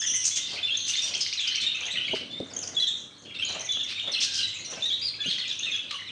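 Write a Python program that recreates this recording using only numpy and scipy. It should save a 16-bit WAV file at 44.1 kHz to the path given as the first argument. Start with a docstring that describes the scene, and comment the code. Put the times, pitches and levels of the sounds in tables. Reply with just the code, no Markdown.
"""A hard-walled aviary, heard through the wire from a step away: a flock of budgerigars chatters.
Near birds give four-syllable contact calls, chirp, slur, tweet and warble, each note a gliding tone of
the syrinx; slaps of the syrinx make their rasps. The rest babble behind. Wings swish, beaks and claws
tick on the wire, soft knocks ring a hollow body and feet patter.
The walls ring with all of it, over a low room rumble, hum and faint hiss."""
import sys
import numpy as np
from scipy import signal
from scipy.fft import rfft, irfft, next_fast_len
from scipy.io import wavfile
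from scipy.ndimage import map_coordinates

SR = 44100
rng = np.random.default_rng(int(sys.argv[2]) if len(sys.argv) > 2 else 0)


def output_pcm(signal):
    """Save a mono or channel-first signal as 16-bit PCM at the path in sys.argv[1].

    Samples are clipped to [-1, 1] before scaling.
    """
    pcm = np.clip(np.atleast_2d(signal).T, -1, 1) * 32767
    wavfile.write(sys.argv[1], SR, np.round(pcm).astype(np.int16))


N = 269627

# Flip partials: (multiple of pitch, level [dB])
FLIP_TONE = [(1 / 2, -19), (1, 0), (3 / 2, -20), (2, -27), (5 / 2, -23)]
# Calls: (time [s], opening [Hz], closing [Hz], low syllable delay [s], low syllable [Hz],
# glide [share of pitch], level [dB], flip [Hz], flip level re call [dB])
CONTACT_CALLS = [(.629, 3514, 3480, 0.075, 3260, 0.025, -22, 4110, -15),
                 (2.766, 3398, 3630, 0.056, 3368, -0.029, -19.5, 3990, -2),
                 (3.689, 3484, 3568, 0.059, 3340, -0.017, -22.5, 3910, -9),
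                 (4.822, 3612, 3750, 0.079, 3384, 0.057, -22, 3840, -0.5),
                 (5.203, 3435, 3400, 0.061, 3200, -0.018, -25.5, 3980, -10)]


def contact_calls(syllable_s=0.0287, flip_s=0.021, flip_after_s=0.032, close_after_s=0.103, swoop=2.14):
    """Pure whistle, higher flip, low syllable, burred close: all lean one way, the low one furthest."""
    out = np.zeros(N)
    for s, open_hz, close_hz, low_after_s, low_hz, slope, db, flip_hz, flip_db in CONTACT_CALLS:
        opening = syllable(syllable_s, open_hz, slope, rough=0.09)
        flip = syllable(flip_s, flip_hz, slope, rough=0.24, tone=FLIP_TONE)
        low = syllable(syllable_s, low_hz, swoop * slope, rough=0.14)
        close = syllable(syllable_s, close_hz, slope, rough=0.33)
        add(out, s, undb(db) * opening)
        add(out, s + flip_after_s, undb(db + flip_db) * flip)
        add(out, s + low_after_s, undb(db - 2) * low)
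        add(out, s + close_after_s, undb(db - 2.3) * close)
    return out


# Whistle partials: (multiple of pitch, level [dB])
CHIRP_TONE = [(1, 0), (2, -26), (3, -34)]


def syllable(length_s, hz, slope, rough, tone=CHIRP_TONE, arch=0.0036, quaver=0):
    """One note swells, slides through its pitch on a slight arch and fades."""
    pitches_hz = (hz * (1 - arch - slope / 2), hz, hz * (1 - arch + slope / 2))
    voice = syrinx(length_s, pitches_hz, rough, tone, quaver=quaver)
    return voice * gate(len(voice), 0.12 * length_s, 0.18 * length_s)


def syrinx(length_s, pitches_hz, rough, tone, jitter=0.086, flutter=0.0394, shimmer_db=6, split_db=-12,
           buzz=0.46, quaver=0, quaver_hz=59.3, reed_hz=620):
    """The syrinx glides through pitches evenly spaced in time; when rough it trembles and buzzes."""
    n = int(length_s * SR)
    contour = np.polyfit(np.linspace(0, 1, len(pitches_hz)), pitches_hz, len(pitches_hz) - 1)
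    hz = np.polyval(contour, np.linspace(0, 1, n))
    swing = np.sin(phase_of(quaver_hz * (1 + 0.25 * wander(n, 40))))
    hz = hz * (1 + quaver * swing + rough * flutter * wander(n, 220.3))
    phase = phase_of(hz)
    # a slower membrane swing puts the same sidebands round every partial
    reed = np.sin(phase_of(reed_hz * (1 + 0.221 * wander(n, 60))))
    burr = phase_of(hz * rough * (jitter * wander(n, 1306.6) + 0.17 * buzz * reed))
    voice = sum(undb(db) * np.sin(k * phase + burr) for k, db in tone if k * hz.mean() < 12000)
    if tone is CHIRP_TONE or tone is SLUR_TONE:
        period_doubling = np.sin(phase / 2 + burr) + 0.6 * np.sin(3 * phase / 2 + burr)
        voice = voice + rough * undb(split_db) * period_doubling
    shimmer = 1.5 * np.tanh(wander(n, 364.5))
    return voice * unit(undb(shimmer_db * rough * shimmer)) * gate(n, 0.0015, 0.0029)


# Chirps: (time [s], length [s], pitch [Hz], glide [share of pitch], level [dB])
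CHIRPS = [(0.013, 0.047, 3352, -0.14, -30.5), (0.014, 0.045, 1823, 0.19, -33.5),
          (0.308, 0.05, 3435, 0.04, -33), (0.404, 0.079, 3630, -0.033, -33),
          (0.575, 0.023, 2590, -0.089, -31), (0.668, 0.036, 2785, -0.024, -30.5),
          (0.888, 0.033, 2856, 0.026, -29), (0.936, 0.015, 3590, -0.0097, -24.5),
          (.975, .024, 3636, -0.011, -21.5), (0.99, 0.052, 3630, -0.054, -32.5),
          (1.149, 0.011, 3220, 0.02, -24.5), (1.372, 0.047, 3640, -0.26, -25.5),
          (1.447, 0.048, 2960, -0.116, -29.5), (1.478, 0.017, 3100, 0.014, -22.5),
          (1.571, 0.047, 3083, -0.047, -31), (1.615, 0.042, 3577, 0.073, -26),
          (1.664, 0.019, 3713, 0.024, -19), (1.705, 0.028, 3720, 0.057, -43),
          (1.972, 0.021, 2960, -0.018, -22), (2.011, 0.038, 3010, -0.042, -29.5),
          (2.046, 0.029, 3275, -0.048, -28.5), (2.108, 0.033, 3013, 0.049, -26),
          (2.299, 0.1, 3560, 0.059, -36), (2.746, 0.023, 3650, -0.11, -36.5),
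          (3.271, 0.068, 3310, -0.051, -43), (3.346, 0.014, 2720, -0.04, -34),
          (3.351, 0.016, 4550, -0.015, -52), (3.36, 0.017, 3610, 0.0057, -33),
          (3.42, 0.024, 3140, -0.043, -24), (3.948, .115, 3676, 0.005, -32.5),
          (3.997, 0.0056, 3300, -0.46, -22), (4.075, 0.012, 3486, -0.036, -23.5),
          (4.134, 0.02, 4160, -0.022, -23), (4.255, 0.16, 1605, -.03, -41.5),
          (4.429, 0.033, 3878, -0.055, -23.5), (5.188, 0.052, 1695, 0.082, -39.5),
          (5.322, 0.052, 3290, -0.11, -30), (5.384, 0.023, 4250, -0.12, -30),
          (5.594, 0.021, 2746, 0.26, -32.5), (5.781, 0.026, 3425, 0.062, -33),
          (5.906, 0.058, 1164, -0.11, -33), (5.986, 0.042, 2020, -0.047, -35.5),
          (6.063, 0.061, 3410, -0.46, -37)]


def chirps(easy_hz=3410, held_s=0.05):
    """Single glides, hoarser away from the bird's easiest pitch; a held whistle stays purer."""
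    out = np.zeros(N)
    for s, length_s, hz, slope, db in CHIRPS:
        octaves = np.log2(hz / easy_hz)
        strain = max(-0.56 * octaves, 0.53 * octaves)
        rough = 0.14 + 0.32 * strain if length_s > held_s else 0.21 + strain
        add(out, s, undb(db) * syllable(length_s, hz, slope, min(rough, 0.95)))
    return out


# Slur partials: (multiple of pitch, level [dB])
SLUR_TONE = [(1, 0), (2, -24), (3, -25), (4, -35)]
# Slurs: (time [s], length [s], start [Hz], 1/3 [Hz], 2/3 [Hz], end [Hz], level [dB], roughness [0-1])
SLURS = [(1.765, 0.075, 3594, 3970, 3700, 3320, -40.5, 0.54),
         (1.808, 0.038, 2140, 2420, 2863, 3100, -31.5, 1),
         (1.862, 0.036, 3290, 2790, 2100, 1980, -32, 0.83),
         (1.902, 0.046, 3300, 3900, 3790, 3320, -29.5, 0.57),
         (1.936, 0.042, 3160, 2307, 1940, 1910, -32, 0.39),
         (1.944, 0.025, 3900, 3840, 3710, 3420, -37, 0.56),
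         (2.076, 0.026, 2920, 2185, 2330, 2730, -27, .45),
         (3.385, 0.045, 2570, 2680, 2960, 3100, -30, 0.63),
         (3.975, 0.027, 2205, 2300, 2790, 4160, -31, 0.63),
         (4.143, 0.053, 4190, 2750, 2850, 3720, -27.5, 0.41),
         (4.375, 0.047, 2947, 3100, 3043, 2680, -27.5, 0.57),
         (5.012, 0.082, 4720, 4840, 4760, 4130, -27, 0.384),
         (5.234, 0.066, 2095, 2800, 3200, 3230, -29.5, 0.52),
         (5.287, 0.031, 4626, 4320, 4105, 3430, -25.5, 0.59),
         (5.327, 0.016, 4040, 5200, 6000, 6100, -42, 0.4),
         (5.375, 0.025, 6700, 6000, 4880, 3700, -40.5, 0.36),
         (5.40, 0.082, 3526, 3133, 2510, 2760, -34.5, 0.35),
         (5.47, 0.05, 3110, 3780, 3700, 3420, -28.5, 0.65),
         (5.626, 0.039, 3450, 3680, 3735, 3590, -26.5, 0.55),
         (5.651, 0.055, 2937, 2690, 2527, 2440, -30, 0.38),
         (5.715, 0.052, 3812, 3450, 3415, 3480, -26, 0.63),
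         (5.935, 0.044, 2610, 2914, 2976, 2700, -33, 0.34)]


def slurs():
    """Calls whose pitch arches, dips or hooks without a break."""
    out = np.zeros(N)
    for s, length_s, *pitches_hz, db, rough in SLURS:
        voice = syrinx(length_s, pitches_hz, rough, SLUR_TONE,
                       buzz=0.37, jitter=0.049, shimmer_db=7, split_db=-14)
        add(out, s, undb(db) * voice * gate(len(voice), 0.0098, 0.0032))
    return out


# Tweet partials: (multiple of second harmonic, level [dB])
TWEET_TONE = [(1 / 2, -13), (1, 0), (3 / 2, -19), (2, -29)]
# Tweets: (time [s], length [s], second harmonic [Hz], glide [share of pitch], level [dB])
TWEETS = [(0, 0.015, 6320, -0.0026, -25.5), (0.016, 0.021, 7050, 0, -38.5),
          (0.037, 0.01, 6400, -0.022, -26), (0.046, 0.0073, 6920, 0.031, -31),
          (0.061, 0.0287, 5900, -0.058, -23.5), (0.089, 0.035, 6045, 0.07, -23),
          (0.135, 0.043, 6180, 0.033, -21.5), (0.172, 0.083, 5780, -0.1, -29),
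          (0.77, 0.012, 6380, -0.04, -24.5), (0.803, .075, 6270, -0.019, -36),
          (0.877, 0.0417, 6110, -0.014, -27), (1.017, 0.042, 5670, 0.0084, -27.5),
          (1.426, 0.0037, 6830, -0.13, -32), (1.755, 0.0069, 6230, -0.25, -38),
          (1.77, 0.008, 6470, -0.18, -43), (1.806, 0.007, 6150, -0.25, -32.5),
          (1.818, 0.0057, 6000, 0.069, -36), (1.854, 0.0049, 6300, -0.2, -33),
          (1.862, 0.013, 6330, 0.18, -33), (1.909, 0.023, 7780, 0.025, -41.5),
          (2.535, 0.0073, 6660, 0.14, -32.5), (2.564, 0.0093, 6400, 0.041, -23.5),
          (2.59, 0.0041, 6960, -0.04, -23), (2.615, 0.0069, 6150, 0.17, -33),
          (2.624, 0.021, 5520, -0.31, -30.5), (2.674, 0.0081, 6260, 0.26, -26.5),
          (3.45, 0.0055, 6670, -0.017, -23.5), (3.489, 0.009, 5920, -0.19, -31),
          (3.521, 0.01, 6160, -0.28, -35), (3.544, 0.013, 7050, 0.056, -38),
          (3.594, 0.0077, 6010, 0.09, -30.5), (3.605, 0.0157, 6100, -0.17, -31.5),
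          (3.647, 0.021, 6100, -0.14, -33), (3.718, 0.01, 6180, -0.18, -28.5),
          (3.832, 0.019, 6010, -0.2, -36), (4.117, 0.018, 5710, -0.19, -29),
          (4.646, 0.027, 5880, -0.048, -34.5), (4.698, 0.031, 5950, 0.082, -34),
          (4.827, 0.0223, 6380, -0.1, -39), (4.883, 0.018, 6320, 0.056, -40),
          (5.259, 0.018, 6370, .03, -37.5), (5.478, 0.0064, 6660, 0.13, -33),
          (5.524, 0.0114, 5840, 0.18, -37), (5.552, 0.008, 5720, 0.15, -39),
          (5.591, 0.0085, 6370, -0.14, -26.5), (5.711, 0.012, 6200, 0.08, -37),
          (5.758, 0.013, 6110, 0.05, -38)]


def tweets(roughen_s=0.012):
    """High arched notes led by the second harmonic: clean when brief, rough and quavering when long."""
    out = np.zeros(N)
    for s, length_s, hz, slope, db in TWEETS:
        strain = 1 - np.exp(-length_s / roughen_s)
        voice = syllable(length_s, hz, slope, 0.3 * strain, TWEET_TONE, arch=0.02, quaver=0.022 * strain)
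        add(out, s, undb(db) * voice)
    return out


# Chip partials: (harmonic number, level [dB])
WARBLE_TONE = [(1, -27), (2, -3), (3, -7), (4, 0), (5, -18), (6, -26)]
# Warbled chips: (time [s], level [dB])
WARBLES = [(0.952, -27.5), (1.073, -31.5), (1.136, -27), (1.2, -28), (1.262, -29.5), (1.324, -28.5),
           (1.391, -33.5), (1.47, -27.5), (1.546, -26)]


def warbles(length_s=0.028, sweep_hz=(937, 1370, 1593, 1470), scatter=0.0235):
    """One bird repeats a chip that climbs and curls over, never at quite the same pitch."""
    out = np.zeros(N)
    for s, db in WARBLES:
        pitches_hz = np.array(sweep_hz) * (1 + scatter * rng.standard_normal(len(sweep_hz)))
        voice = syrinx(length_s, pitches_hz, rough=0.86, tone=WARBLE_TONE)
        add(out, s, undb(db) * voice * gate(len(voice), 0.0038, 0.019))
    return out


# Throat damping: (frequency [Hz], gain [dB])
THROAT = [(2000, 4.5), (7000, -1.5), (9000, 0), (12000, 3.5)]
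# Scolding: (time [s], length [s], resonance [Hz], nominal width [Hz], level [dB])
RASPS = [(0.157, 0.028, 7600, 2000, -37), (0.239, 0.058, 6460, 1250, -20.5),
         (0.353, 0.038, 6380, 1610, -25), (0.355, 0.048, 3408, 850, -33), (0.458, 0.14, 4700, 1870, -38),
         (0.862, 0.086, 5310, 3330, -32), (0.94, 0.22, 5060, 2580, -39.5), (1.203, 0.036, 5070, 620, -23.5),
         (1.393, 0.27, 3002, 965, -41), (1.608, 0.044, 5770, 2550, -36), (2.144, 0.04, 3500, 2890, -35.5),
         (3.437, 0.14, 4080, 463, -39.5), (3.875, 0.076, 3855, 2140, -37),
         (4.198, 0.073, 5420, 2000, -25.5), (4.204, 0.058, 3550, 1130, -28.5),
         (4.329, 0.11, 5070, 1810, -29), (5.273, 0.1, 3900, 1330, -36.5), (5.907, 0.013, 3720, 1830, -29.5)]


def rasps(pulse_hz=330, closing_cycles=0.61, swing=0.39):
    """Uneven slaps of the syrinx chop a wildly trembling tone and throat turbulence into grains."""
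    out = np.zeros(N)
    for s, length_s, hz, width_hz, db in RASPS:
        n = int(length_s * SR)
        cycle = np.cumsum(pulse_hz * (1 + 0.3 * wander(n, 300))) / SR % 1
        puffs = np.exp(-cycle / closing_cycles) * np.minimum(cycle / 0.045, 1)
        puffs *= undb(1.8 * wander(n, 260))
        tone = np.sin(phase_of(hz + swing * width_hz * wander(n, 2500)))
        throat = signal.iirpeak(hz, hz / (2.14 * width_hz), fs=SR)
        turbulence = signal.lfilter(*throat, signal.lfilter(*throat, rng.standard_normal(n)))
        grains = unit(puffs * (tone + 0.33 * unit(turbulence)))
        add(out, s, undb(db) * grains * gate(n, 0.3 * length_s, 0.59 * length_s))
    return colour(out, THROAT)


# Flock activity: (time [s], chirping level [dB], tweeting level [dB])
FLOCK = [(0, -35.5, -37), (.3, -43.5, -46.5), (.75, -35.5, -48), (0.951, -33.5, -40), (1.15, -43.5, -42),
         (1.5, -35.5, -49.5), (2.14, -35.5, -47.5), (2.26, -47, -59), (2.62, -55, -48), (2.86, -48, -40),
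         (3.1, -58, -59.5), (3.329, -45, -54.5), (3.5, -40.5, -55.5), (3.9, -40.5, -47), (4.09, -40, -59),
         (4.36, -38.5, -39), (4.619, -40.5, -45), (5.1, -45, -55), (5.39, -37, -44.5), (6.11, -44, -55.5)]


def flock(chirp_trim_db=-0.2, tweet_trim_db=-1.9):
    """The babble swells and lulls with the mood of the flock."""
    s, chirping_db, tweeting_db = np.transpose(FLOCK)
    t = np.arange(N) / SR
    chirping = babble(1993.3, 4250, CHIRP_TONE, glide=0.17, count=270)
    tweeting = babble(4650, 6900, TWEET_TONE, glide=0.177, count=140)
    chirping *= undb(np.interp(t, s, chirping_db) + chirp_trim_db)
    tweeting *= undb(np.interp(t, s, tweeting_db) + tweet_trim_db)
    return chirping + tweeting


def babble(low_hz, high_hz, tone, glide, count):
    """Many birds further back, each note with its own pitch, slope, length and strength."""
    out = np.zeros(N)
    for i, (when, pitch, start, end, length, softness, rough) in enumerate(rng.random((count, 7))):
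        hz = low_hz + (high_hz - low_hz) * pitch
        start_hz, end_hz = hz * (1 + glide * (2 * np.array([start, end]) - 1))
        voice = syrinx(0.007 + 0.02206 * length, (start_hz, hz, end_hz), 0.24 + 0.54 * rough, tone)
        add(out, (i + when) / count * N / SR, undb(-12 * softness) * voice)
    return unit(out)


# Feather spectrum: (frequency [Hz], gain [dB])
WING = [(100, -7), (300, -6.5), (600, -0.5), (1100, -7), (2200, -8.5), (5000, -17.5), (10000, -30)]
# Wing flurries: (time [s], length [s], level [dB])
FLURRIES = [(0.482, 0.16, -49.5), (1.002, 0.2, -52.5), (1.759, 0.16, -52), (2.381, 0.48, -52.5),
            (3.455, 0.2, -44.5), (4.032, 0.092, -46), (4.665, 0.16, -46.5)]


def wings(beat_hz=19, depth_db=5):
    """Feathers swish once every wing beat."""
    out = np.zeros(N)
    for s, length_s, db in FLURRIES:
        n = int(length_s * SR)
        beat = np.cos(phase_of(beat_hz * (1 + 0.2 * wander(n, 22))))
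        swish = colour(rng.standard_normal(n), WING) * undb(depth_db * beat)
        add(out, s, undb(db) * unit(swish) * gate(n, length_s / 3, length_s / 3))
    return out


# Wire contacts: (time [s], peak [dB])
TICKS = [(1.078, -24), (2.165, -39), (2.402, -30), (3.912, -36), (4.998, -34)]


def ticks(decay_s=0.00055, ring_hz=4600):
    """Beaks and claws make tiny hard contacts with the wire."""
    out, t = np.zeros(N), np.arange(SR // 50) / SR
    wire = signal.iirpeak(ring_hz, 1, fs=SR)
    for s, db in TICKS:
        contact = rng.standard_normal(len(t)) * np.exp(-t / decay_s)
        click = signal.lfilter(*wire, signal.lfilter(*wire, contact))
        add(out, s, undb(db) * click / np.abs(click).max())
    return out


# Hollow body modes: (frequency at pitch factor 1 [Hz], level [dB], t60 [s])
KNOCK_MODES = [(142, -7.5, 0.026), (269, -15, 0.084), (410, 6.5, 0.027), (642, 2, 0.022), (856, -4, 0.035)]
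# Knocks: (time [s], peak [dB], contact [s], pitch factor)
KNOCKS = [(2.128, -20.5, 0.0202, 0.98), (2.399, -24.5, 0.0134, 0.76), (2.417, -32, 0.019, 0.65),
          (3.557, -34.5, 0.011, 1.43), (3.769, -37, 0.0065, 1.8), (5.252, -35.5, 0.025, 0.68),
          (5.27, -33.5, 0.026, 0.44)]


def knocks(scuff=0.79):
    """A soft, scuffing push rings a dull hollow body."""
    out, t = np.zeros(N), np.arange(SR // 5) / SR
    for s, db, contact_s, pitch in KNOCKS:
        body = sum(undb(mode_db - 60 * t / t60) * np.cos(2 * np.pi * hz * pitch * t)
                   for hz, mode_db, t60 in KNOCK_MODES)
        n = int(contact_s * SR)
        push = scuff * wander(n, 1950 * pitch) + np.sin(2 * np.pi * 390 * pitch * t[:n]) / 2
        thud = signal.fftconvolve(body, np.hanning(n) * push)
        add(out, s, undb(db) * thud / np.abs(thud).max())
    return out


# Footfall spectrum: (frequency [Hz], gain [dB])
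FOOTFALL = [(60, -26), (140, 8), (300, 3.5), (600, -0.5), (1100, -29), (3000, -26), (10000, -58)]
# Bouts of patter: (time [s], level [dB])
FEET = [(0, -62), (1.5, -63), (2.05, -54.5), (2.7, -57.5), (2.9, -62.5), (3.2, -55), (3.6, -65),
        (4.4, -60.5), (4.95, -63.5), (5.3, -61.5), (6.11, -62)]


def patter(taps_per_s=34, spread_db=4):
    """Dozens of small feet hop and tap on boards and clay."""
    landings = rng.random(N) < taps_per_s / SR
    strength = undb(spread_db * rng.standard_normal(N).clip(-2, 2))
    bout_db = np.interp(np.arange(N) / SR, *np.transpose(FEET))
    return undb(bout_db) * unit(colour(landings * strength, FOOTFALL))


# Room decay: (frequency [Hz], t60 [s])
ROOM = [(200, 0.59), (1500, 0.37), (3500, 0.59), (6500, 0.37), (12000, 0.26)]


def aviary(x, first_s=0.00039, build_s=0.002, sparse_s=0.025):
    """Separate echoes off floor and walls thicken into a tail whose top treble dies first."""
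    t = np.arange(SR) / SR
    density = np.clip((t / sparse_s) ** 2 / 10, 0.004, 1)
    echoes = rng.standard_normal(SR) * (rng.random(SR) < density) / np.sqrt(density)
    spectrum = rfft(echoes)
    tail = np.zeros(SR)
    for band_hz, t60 in ROOM:
        share = on_log_axis([(hz, hz == band_hz) for hz, _ in ROOM], SR)
        tail += irfft(spectrum * share, SR) * undb(-60 * t / t60)
    tail *= np.clip((t - first_s) / build_s, 0, 1)
    return signal.fftconvolve(x, tail / np.sqrt(np.sum(tail ** 2)))[:N]


# Rumble spectrum: (frequency [Hz], gain [dB])
RUMBLE = [(15, -42), (25, -21), (43, -8.5), (79, -1), (107, 1.5), (150, -8), (209, -6), (593, -13),
          (776, -12), (1100, -9), (1430, -9.5), (2420, -120)]
# Hiss spectrum: (frequency [Hz], gain [dB])
AIR = [(300, -26.5), (1000, -2), (1600, 12.5), (2500, 0.5), (4000, -8.5), (6500, -6), (8000, 0),
       (12000, -15), (16000, -24)]


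def background(rumble_db=-60, hum_hz=99, hum_db=-65, third_db=-69, air_db=-64):
    """Low room rumble, a wavering hum with its third harmonic, and faint hiss."""
    rumble = unit(colour(rng.standard_normal(N), RUMBLE)) * undb(rumble_db + 0.5 * wander(N, 5.71))
    phase = phase_of(hum_hz + 2 * wander(N, 12))
    hum = sum(undb(db) * unit(np.sin(k * phase) * undb(3 * wander(N, 4.5)))
              for k, db in ((1, hum_db), (3, third_db)))
    hiss = undb(air_db) * unit(colour(rng.standard_normal(N), AIR))
    return rumble + hum + hiss


def undb(db):
    """Decibels to gain."""
    return 10 ** (np.asarray(db) / 20)


def unit(x):
    """Scale to rms 1."""
    return x / np.sqrt(np.mean(x ** 2) + 1e-18)


def phase_of(hz):
    """Running phase [rad]."""
    return 2 * np.pi * np.cumsum(hz) / SR


def add(out, s, x):
    """Mix x into out from time s."""
    i = max(int(s * SR), 0)
    out[i:i + len(x)] += x[:max(len(out) - i, 0)]


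def on_log_axis(points, n):
    """Read (frequency [Hz], value) points at the bins of an n-sample transform."""
    hz, value = np.transpose(points)
    return np.interp(np.log(np.fft.rfftfreq(n, 1 / SR) + 1), np.log(hz), value)


def colour(x, points):
    """Filter by a (frequency [Hz], gain [dB]) outline."""
    n = next_fast_len(len(x) + SR // 20, real=True)
    return irfft(rfft(x, n) * undb(on_log_axis(points, n)), n)[:len(x)]


def wander(n, rate_hz):
    """Smooth random curve, spread near 1."""
    place = np.arange(n) * rate_hz / SR
    knots = rng.standard_normal(int(place[-1]) + 4)
    return map_coordinates(knots, [place + 1], order=3, mode="nearest")


def gate(n, rise_s, fall_s):
    """Rounded onset and release."""
    t = np.arange(n) / SR
    onset = np.sin(np.pi / 2 * np.minimum(t / rise_s, 1))
    return onset * np.sin(np.pi / 2 * np.minimum(t[::-1] / fall_s, 1))


# Beak response: (frequency [Hz], gain [dB])
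BEAK = [(1000, -13), (1500, -5.5), (2000, -4.5), (3000, -1), (6500, -1.5), (7300, -2), (8100, -2),
        (9200, -4), (11000, 0.5), (16000, 1.5)]
# Direct-path treble loss, birds facing away: (frequency [Hz], gain [dB])
OFF_AXIS = [(6800, 0), (9000, -2.5), (12000, -5.5)]


def scene(birds_wet_db=-4, far_dry_db=-3, knock_wet_db=-17, feet_dry_db=-6):
    """Near birds are mostly direct; flock and feet carry a larger share of room."""
    voices = contact_calls() + chirps() + slurs() + tweets() + warbles() + rasps()
    near = colour(voices, BEAK) + wings() + ticks()
    far, thuds, feet = colour(flock(), BEAK), knocks(), patter()
    direct = colour(near + thuds + undb(far_dry_db) * far + undb(feet_dry_db) * feet, OFF_AXIS)
    room = aviary(undb(birds_wet_db) * (near + far) + undb(knock_wet_db) * thuds + feet)
    return (direct + room + background())[None]


# Microphone response: (frequency [Hz], gain [dB])
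MIC = [(20, -17.5), (50, -6), (100, 1.5), (7000, 0.5), (9000, 3), (11000, -19), (13000, -14), (16000, -20)]


def record(dry, top_hz=15700):
    """The phone thins the deep bass, dulls the top octave and cuts above it."""
    lowpass = signal.ellip(8, 0.2, 70, top_hz, fs=SR, output="sos")
    return signal.sosfilt(lowpass, colour(dry[0], MIC))[None]


dry = scene()
out = record(dry)
output_pcm(out)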